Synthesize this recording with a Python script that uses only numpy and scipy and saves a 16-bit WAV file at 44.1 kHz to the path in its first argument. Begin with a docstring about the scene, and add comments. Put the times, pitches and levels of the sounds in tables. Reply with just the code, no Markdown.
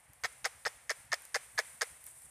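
"""At a small hole in a muddy bank, a bent grass stalk is flicked eight times, close to the microphone.
Each flick is a 25 ms burst of snaps with a falling twang, as bending waves run along the stalk highs first.
The stalk scrapes grit from the mud and rings the air in the hole with a hollow plop. The surroundings
return a faint tail; a thin hiss swells and fades over quiet air, soft handling bumps and a few dry ticks."""
import sys
import numpy as np
from scipy import signal
from scipy.fft import irfft
from scipy.io import wavfile

SR = 44100
rng = np.random.default_rng(int(sys.argv[2]) if len(sys.argv) > 2 else 0)


def unload_audio(sound):
    """Save the sound as a 16-bit wav file, at the path given as the first command line argument."""
    columns = np.transpose(np.atleast_2d(sound))
    # keep every value between -1 and 1, then stretch to whole-number steps
    steps = np.round(np.clip(columns, -1, 1) * 32767)
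    wavfile.write(sys.argv[1], SR, steps.astype(np.int16))


N = 101429
TIME = np.arange(N) / SR
AGE = np.arange(int(.06 * SR)) / SR  # seconds into one short hit


def amp(db):
    """Decibels to gain."""
    return 10 ** (np.asarray(db) / 20)


def fade(t, t60):
    """Exponential decay, 60 dB down after t60 seconds."""
    return np.exp(-np.log(1000) * t / t60)


def swell(t, peak_s, width_s):
    """A bell-shaped envelope."""
    return np.exp(-.5 * ((t - peak_s) / width_s) ** 2)


def colour(eq, f):
    """Gain of an EQ curve at the frequencies f."""
    hz, db = np.array(eq, float).T
    return amp(np.interp(np.log(f), np.log(hz), db))


def noise(eq, size):
    """Noise of rms 1, coloured by an EQ curve."""
    f = np.maximum(np.fft.rfftfreq(size, 1 / SR), 1)
    y = irfft(np.exp(2j * np.pi * rng.random(len(f))) * colour(eq, f), size)
    return y / y.std()


def ring(modes, scale=1):
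    """Damped sines after one blow."""
    return sum(amp(db) * np.sin(2 * np.pi * hz * scale * AGE) * fade(AGE, t60) for hz, db, t60 in modes)


def add(out, start, sound):
    """Mix a sound in at its time."""
    i = int(start * SR)
    out[i:i + len(sound)] += sound[:len(out) - i]


def widen(mid, side, above_hz=8000):
    """Stereo in which only the treble differs between left and right."""
    side = signal.sosfilt(signal.butter(4, above_hz, "high", fs=SR, output="sos"), side)
    return np.array([mid + side, mid - side])


# tone of the outdoor air (frequency [Hz], level [dB])
AIR_EQ = [(25, -21), (70, -12), (200, -6.5), (370, -14.5), (500, -4), (790, 2.5), (1300, -3), (2050, 1.5),
          (2600, -5), (4000, -13), (7000, -15), (14000, -23)]
# low end of the air bed and of the handling bumps (frequency [Hz], level [dB])
RUMBLE_EQ = [(20, -40), (38, -15), (50, -3.5), (65, 5.5), (85, -5.5), (105, -2), (125, 2), (170, -12.5),
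             (300, -17), (800, -46)]
# thin, high hiss (frequency [Hz], level [dB])
HISS_EQ = [(2000, -17), (5000, -20), (7000, -10), (8300, 0), (9400, 3.5), (10400, -3.5), (11800, -10.5),
           (14500, -12.5)]
# fader ride on the hiss (time [s], level [dB])
HISS_RIDE = [(0, -68), (0.211, -67), (.32, -58.5), (.42, -62), (.55, -61), (.63, -63), (.72, -60.5),
             (.87, -66.5), (.98, -57.5), (1.1, -66.5), (1.23, -57), (1.32, -61), (1.55, -59), (1.69, -55),
             (1.79, -60.5), (1.9, -56), (2.0, -61), (2.08, -52.5), (2.16, -57.5), (2.29, -57.5)]
def background(flicker_db=1.76, flickers_per_s=70, hiss_width=.55):
    """A bed of quiet air and low rumble under a thin hiss that swells, fades and flickers."""
    flicker = flicker_db * np.interp(TIME * flickers_per_s, np.arange(N), rng.standard_normal(N))
    hiss_gain = amp(np.interp(TIME, *np.array(HISS_RIDE).T) + flicker)
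    bed = amp(-68) * noise(AIR_EQ, N) + amp(-75.5) * noise(RUMBLE_EQ, N)
    return widen(bed + hiss_gain * noise(HISS_EQ, N), hiss_width * hiss_gain * noise(HISS_EQ, N))


# handling bump cues (time [s], level [dB])
BUMP_CUES = [(0.102, -63.5), (0.247, -59), (.44, -63.5), (.555, -63.5), (0.661, -62), (.765, -64),
             (1.0, -66), (1.06, -63), (1.11, -63.5), (1.355, -64), (1.555, -60), (1.751, -63),
             (1.925, -63.5), (2.06, -68), (2.259, -64)]
def handling():
    """Soft low bumps from the hand that holds the microphone."""
    return noise(RUMBLE_EQ, N) * sum(amp(db) * swell(TIME, at, width_s=.012) for at, db in BUMP_CUES)


# tone of the reflections (frequency [Hz], level [dB])
REFLECTION_EQ = [(150, -37), (350, -15), (450, 1.5), (800, 0.5), (2100, 7.5), (2700, 1), (4500, -5),
                 (6500, -2.5), (9500, -1), (14000, -18)]
def reflections(source, db, t60, build_s):
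    """The surroundings scatter the sound: its energy comes back late, as a dying wash of noise."""
    t = np.arange(SR) / SR
    onset = 1 - np.exp(-(t / build_s) ** 2)
    decay = (fade(t, t60) * onset) ** 2
    energy = signal.fftconvolve(source ** 2, decay / decay.sum())[:N]
    return amp(db) * np.sqrt(abs(energy)) * noise(REFLECTION_EQ, N)


# tick cues (time [s], level [dB])
TICK_CUES = [(.134, -48), (1.220, -44), (1.252, -36.5), (2.041, -42.5), (2.066, -34), (2.220, -46)]
# crisp top of a tick (frequency [Hz], level [dB])
TICK_EQ = [(1000, -17), (4000, -19), (9000, -1), (11000, -2), (13000, 2.5), (15000, -2.5)]
def ticks():
    """Tiny dry ticks around the flicks, each a fast-dying puff of bright noise."""
    out = np.zeros(N)
    for start, db in TICK_CUES:
        add(out, start, amp(db) * noise(TICK_EQ, len(AGE)) * fade(AGE, t60=.0093))
    return out


# rasp of the muddy grit (frequency [Hz], level [dB])
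GRIT_EQ = [(250, -50), (450, -5.5), (1100, -2.5), (2100, 16), (2700, -8), (3700, -1), (5000, 1.5),
           (6800, -4), (9500, -12), (11500, -21), (14500, -14)]
def scrape(envelope):
    """The stalk rubs over the mud in a short rush of gritty noise."""
    return noise(GRIT_EQ, len(AGE)) * envelope


# low body of the hole (frequency [Hz], level [dB], t60 [s])
HOLE_LOW_MODES = [(484, -1, 0.025), (563, -4.5, .024)]
# upper hollow of the hole (frequency [Hz], level [dB], t60 [s])
HOLE_HIGH_MODES = [(775.5, 1, 0.034), (1256, -4.5, 0.026)]
def plop(low_db, high_db):
    """A rough push in mid-flick rings the air in the hole."""
    push = swell(AGE, peak_s=.016, width_s=.0037)
    out = np.zeros(len(AGE))
    for db, modes in (low_db, HOLE_LOW_MODES), (high_db, HOLE_HIGH_MODES):
        hollow = signal.fftconvolve(scrape(push), ring(modes))[:len(AGE)]
        out += amp(db) * hollow * np.linalg.norm(push) / np.linalg.norm(hollow)
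    return out


def bending_wave(eq, delay_s, dispersion, fastest_hz=8012):
    """A click that has run along the stalk: highs arrive first, 500 Hz after delay_s. Peak 1."""
    f = np.maximum(np.fft.rfftfreq(SR, 1 / SR), 1)
    slowness = np.clip(f, 250, fastest_hz) ** -dispersion - fastest_hz ** -dispersion
    arrival_s = delay_s * slowness / np.interp(500, f, slowness)
    chirp = irfft(colour(eq, f) * np.exp(-2j * np.pi * np.cumsum(arrival_s)), SR)[:len(AGE)]
    return chirp / abs(signal.hilbert(chirp)).max()


def mud_stop(flick_age, stop_s=.02, width_s=.004):
    """The mud chokes the swinging stalk a set time into each flick."""
    return .5 - .5 * np.tanh((flick_age - stop_s) / width_s)


# body of the twang (frequency [Hz], level [dB])
TWANG_EQ = [(250, -35), (440, 0), (560, -8.5), (780, -6.5), (1000, 0), (1300, 0), (1800, 6), (2300, -12.5),
            (2800, -20.5), (3700, -12.5), (4700, -11.5), (5700, -36.5), (6500, -21), (7500, -57.5),
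            (14000, -48)]
# flick cues (time [s], twang level [dB], twang delay at 500 Hz [s], low plop level [dB],
# high plop level [dB], grit level [dB], stalk pitch [Hz])
FLICK_CUES = [(0.2362, -28, 0.019, -59, -35, -33, 1855), (0.4437, -30.5, 0.017, -37.5, -35.5, -34, 2010),
              (0.6509, -25.5, .028, -33.5, -45, -40, 1854), (0.8947, -30, 0.018, -40, -55, -34.5, 1780),
              (1.1179, -28, 0.021, -38.5, -34, -36.5, 1816), (1.3440, -24.5, .015, -36, -38.5, -34.5, 1695),
              (1.5780, -25, 0.019, -37.5, -42.5, -34, 1710), (1.8100, -25.5, .016, -38, -43.5, -37, 1678)]
def flicks():
    """The bending stalk pings, twangs downward, scrapes the mud and makes the hole ring."""
    out = np.zeros(N)
    for start, twang_db, delay_s, low_db, high_db, grit_db, pitch in FLICK_CUES:
        ping = amp(-33) * np.sin(2 * np.pi * pitch * AGE) * swell(AGE, peak_s=.0041, width_s=.0031)
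        twang = amp(twang_db) * bending_wave(TWANG_EQ, delay_s, dispersion=.8044) * mud_stop(AGE)
        grit = amp(grit_db) * scrape(swell(AGE, peak_s=.012, width_s=.009))
        add(out, start, ping + twang + grit + plop(low_db, high_db))
    return out


# hard edge of the crack (frequency [Hz], level [dB], t60 [s])
CRACK_MODES = [(3570, -23, 0.026), (4650, -19.5, 0.02), (5220, -4.5, 0.0098), (6560, -14.5, 0.013),
               (7740, -24, 0.019), (8350, -19, 0.0053), (9830, -34, .004)]
# bright splitting noise (frequency [Hz], level [dB])
SPLIT_EQ = [(600, 2), (1500, -30), (3000, -20), (5500, -22), (8000, 4.5), (9700, 9), (11500, -19),
            (14500, -2)]
# tone of the zip (frequency [Hz], level [dB])
ZIP_EQ = [(600, -2), (1000, -12.5), (1280, 2.5), (1480, -16.5), (1760, 12), (2200, -8), (2850, -11.5),
          (3600, -11), (4100, -17.5), (4650, 1.5), (5800, -7), (6450, 2), (7700, -21), (10000, -19.5),
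          (14000, -27)]
# ring of the stalk (frequency [x stalk pitch], level [dB], t60 [s])
STALK_MODES = [(.72, -23.5, 0.019), (1, -8.5, 0.025), (1.13, -14, 0.0069), (1.27, -20, 0.006)]
# snap cues within the flicks (time [s], crack level [dB], split level [dB], ring level [dB],
# zip level [dB], zip delay at 500 Hz [s])
SNAP_CUES = [(.2370, -53, -29, -24.5, -34, 0.017), (0.2453, -52, -59, -17, -31.5, 0.015),
             (0.2524, -34, -44, -26.5, -32, 0.0096), (0.2574, -28, -35, -31, -40, .006),
             (.4450, -45, -46, -21, -30.5, 0.015), (.4510, -24, -34, -20, -29, 0.018),
             (0.456, -19.5, -20.5, -30, -33, .008), (.4630, -38, -33, -37, -24, .005),
             (0.472, -34, -36, -39, -44, 0.0093), (0.6517, -40, -50, -23.5, -47, .014),
             (.6570, -26.5, -53, -32, -39, 0.017), (0.6646, -21, -51, -28, -28, 0.0093),
             (0.6695, -48, -53, -17.5, -29, .006), (0.675, -27, -48, -51, -42, .010),
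             (0.6792, -27, -47, -37, -38, 0.011), (0.8952, -42, -37, -28, -26.5, 0.01),
             (0.9021, -37, -29, -41, -30.5, 0.021), (0.9052, -21.5, -23, -33, -35, 0.015),
             (0.9157, -27.5, -34, -22, -24, 0.0052), (1.119, -46, -39, -28.5, -32, 0.015),
             (1.1279, -47, -49, -20.5, -29, 0.009), (1.1309, -26.5, -36, -25, -19.5, .008),
             (1.1417, -19, -42, -27, -28, 0.0096), (1.3439, -43, -36, -31.5, -27, .012),
             (1.3484, -22, -20, -25, -27, .015), (1.3567, -31, -20.5, -28, -23.5, 0.012),
             (1.3647, -27, -25.5, -24, -31, 0.0091), (1.5769, -52, -46, -34, -42, 0.011),
             (1.5834, -30, -29, -24, -33, 0.023), (1.5898, -16, -24.5, -15.5, -24, 0.0058),
             (1.598, -30, -29, -35, -26, .009), (1.8116, -47, -42, -27, -28.5, .011),
             (1.8170, -31, -26, -17, -23, 0.011), (1.819, -20.5, -17.5, -20.5, -22.5, 0.0047),
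             (1.8265, -27.5, -24, -21.5, -29, 0.01), (1.8322, -27, -28, -43, -39, .009)]
def snaps():
    """The stalk snaps: a bright, splitting crack, a falling zip and a short ring at its flick's pitch."""
    out = np.zeros(N)
    burst = fade(AGE, t60=.0051) * (1 - np.exp(-AGE / .0006))  # 0.6 ms attack
    for start, crack_db, split_db, ring_db, zip_db, delay_s in SNAP_CUES:
        flick_start, *_, pitch = min(FLICK_CUES, key=lambda flick: abs(flick[0] - start))
        crack = amp(crack_db) * ring(CRACK_MODES)
        split = amp(split_db) * noise(SPLIT_EQ, len(AGE)) * burst
        choke = mud_stop(AGE + start - flick_start)
        zip_down = amp(zip_db) * bending_wave(ZIP_EQ, delay_s, dispersion=.4255) * choke
        add(out, start, crack + split + zip_down + amp(ring_db) * ring(STALK_MODES, pitch))
    return out


def scene():
    """The close stalk, too small to radiate bass, with its reflections over the background."""
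    low_cut = signal.butter(5, 386, "high", fs=SR, output="sos")
    close = signal.sosfilt(low_cut, flicks() + snaps() + ticks())
    bank = reflections(close, db=-15.5, t60=.054, build_s=.0047)
    tail, tail_side = (reflections(close, db=-21, t60=.88, build_s=.013) for _ in range(2))
    return widen(close + bank + tail, tail_side) + background() + handling()


def record(dry, top_hz=14200):
    """A steep high cut on the whole mix."""
    return signal.sosfilt(signal.ellip(8, .2, 70, top_hz, fs=SR, output="sos"), dry)


dry = scene()
out = record(dry)
unload_audio(out)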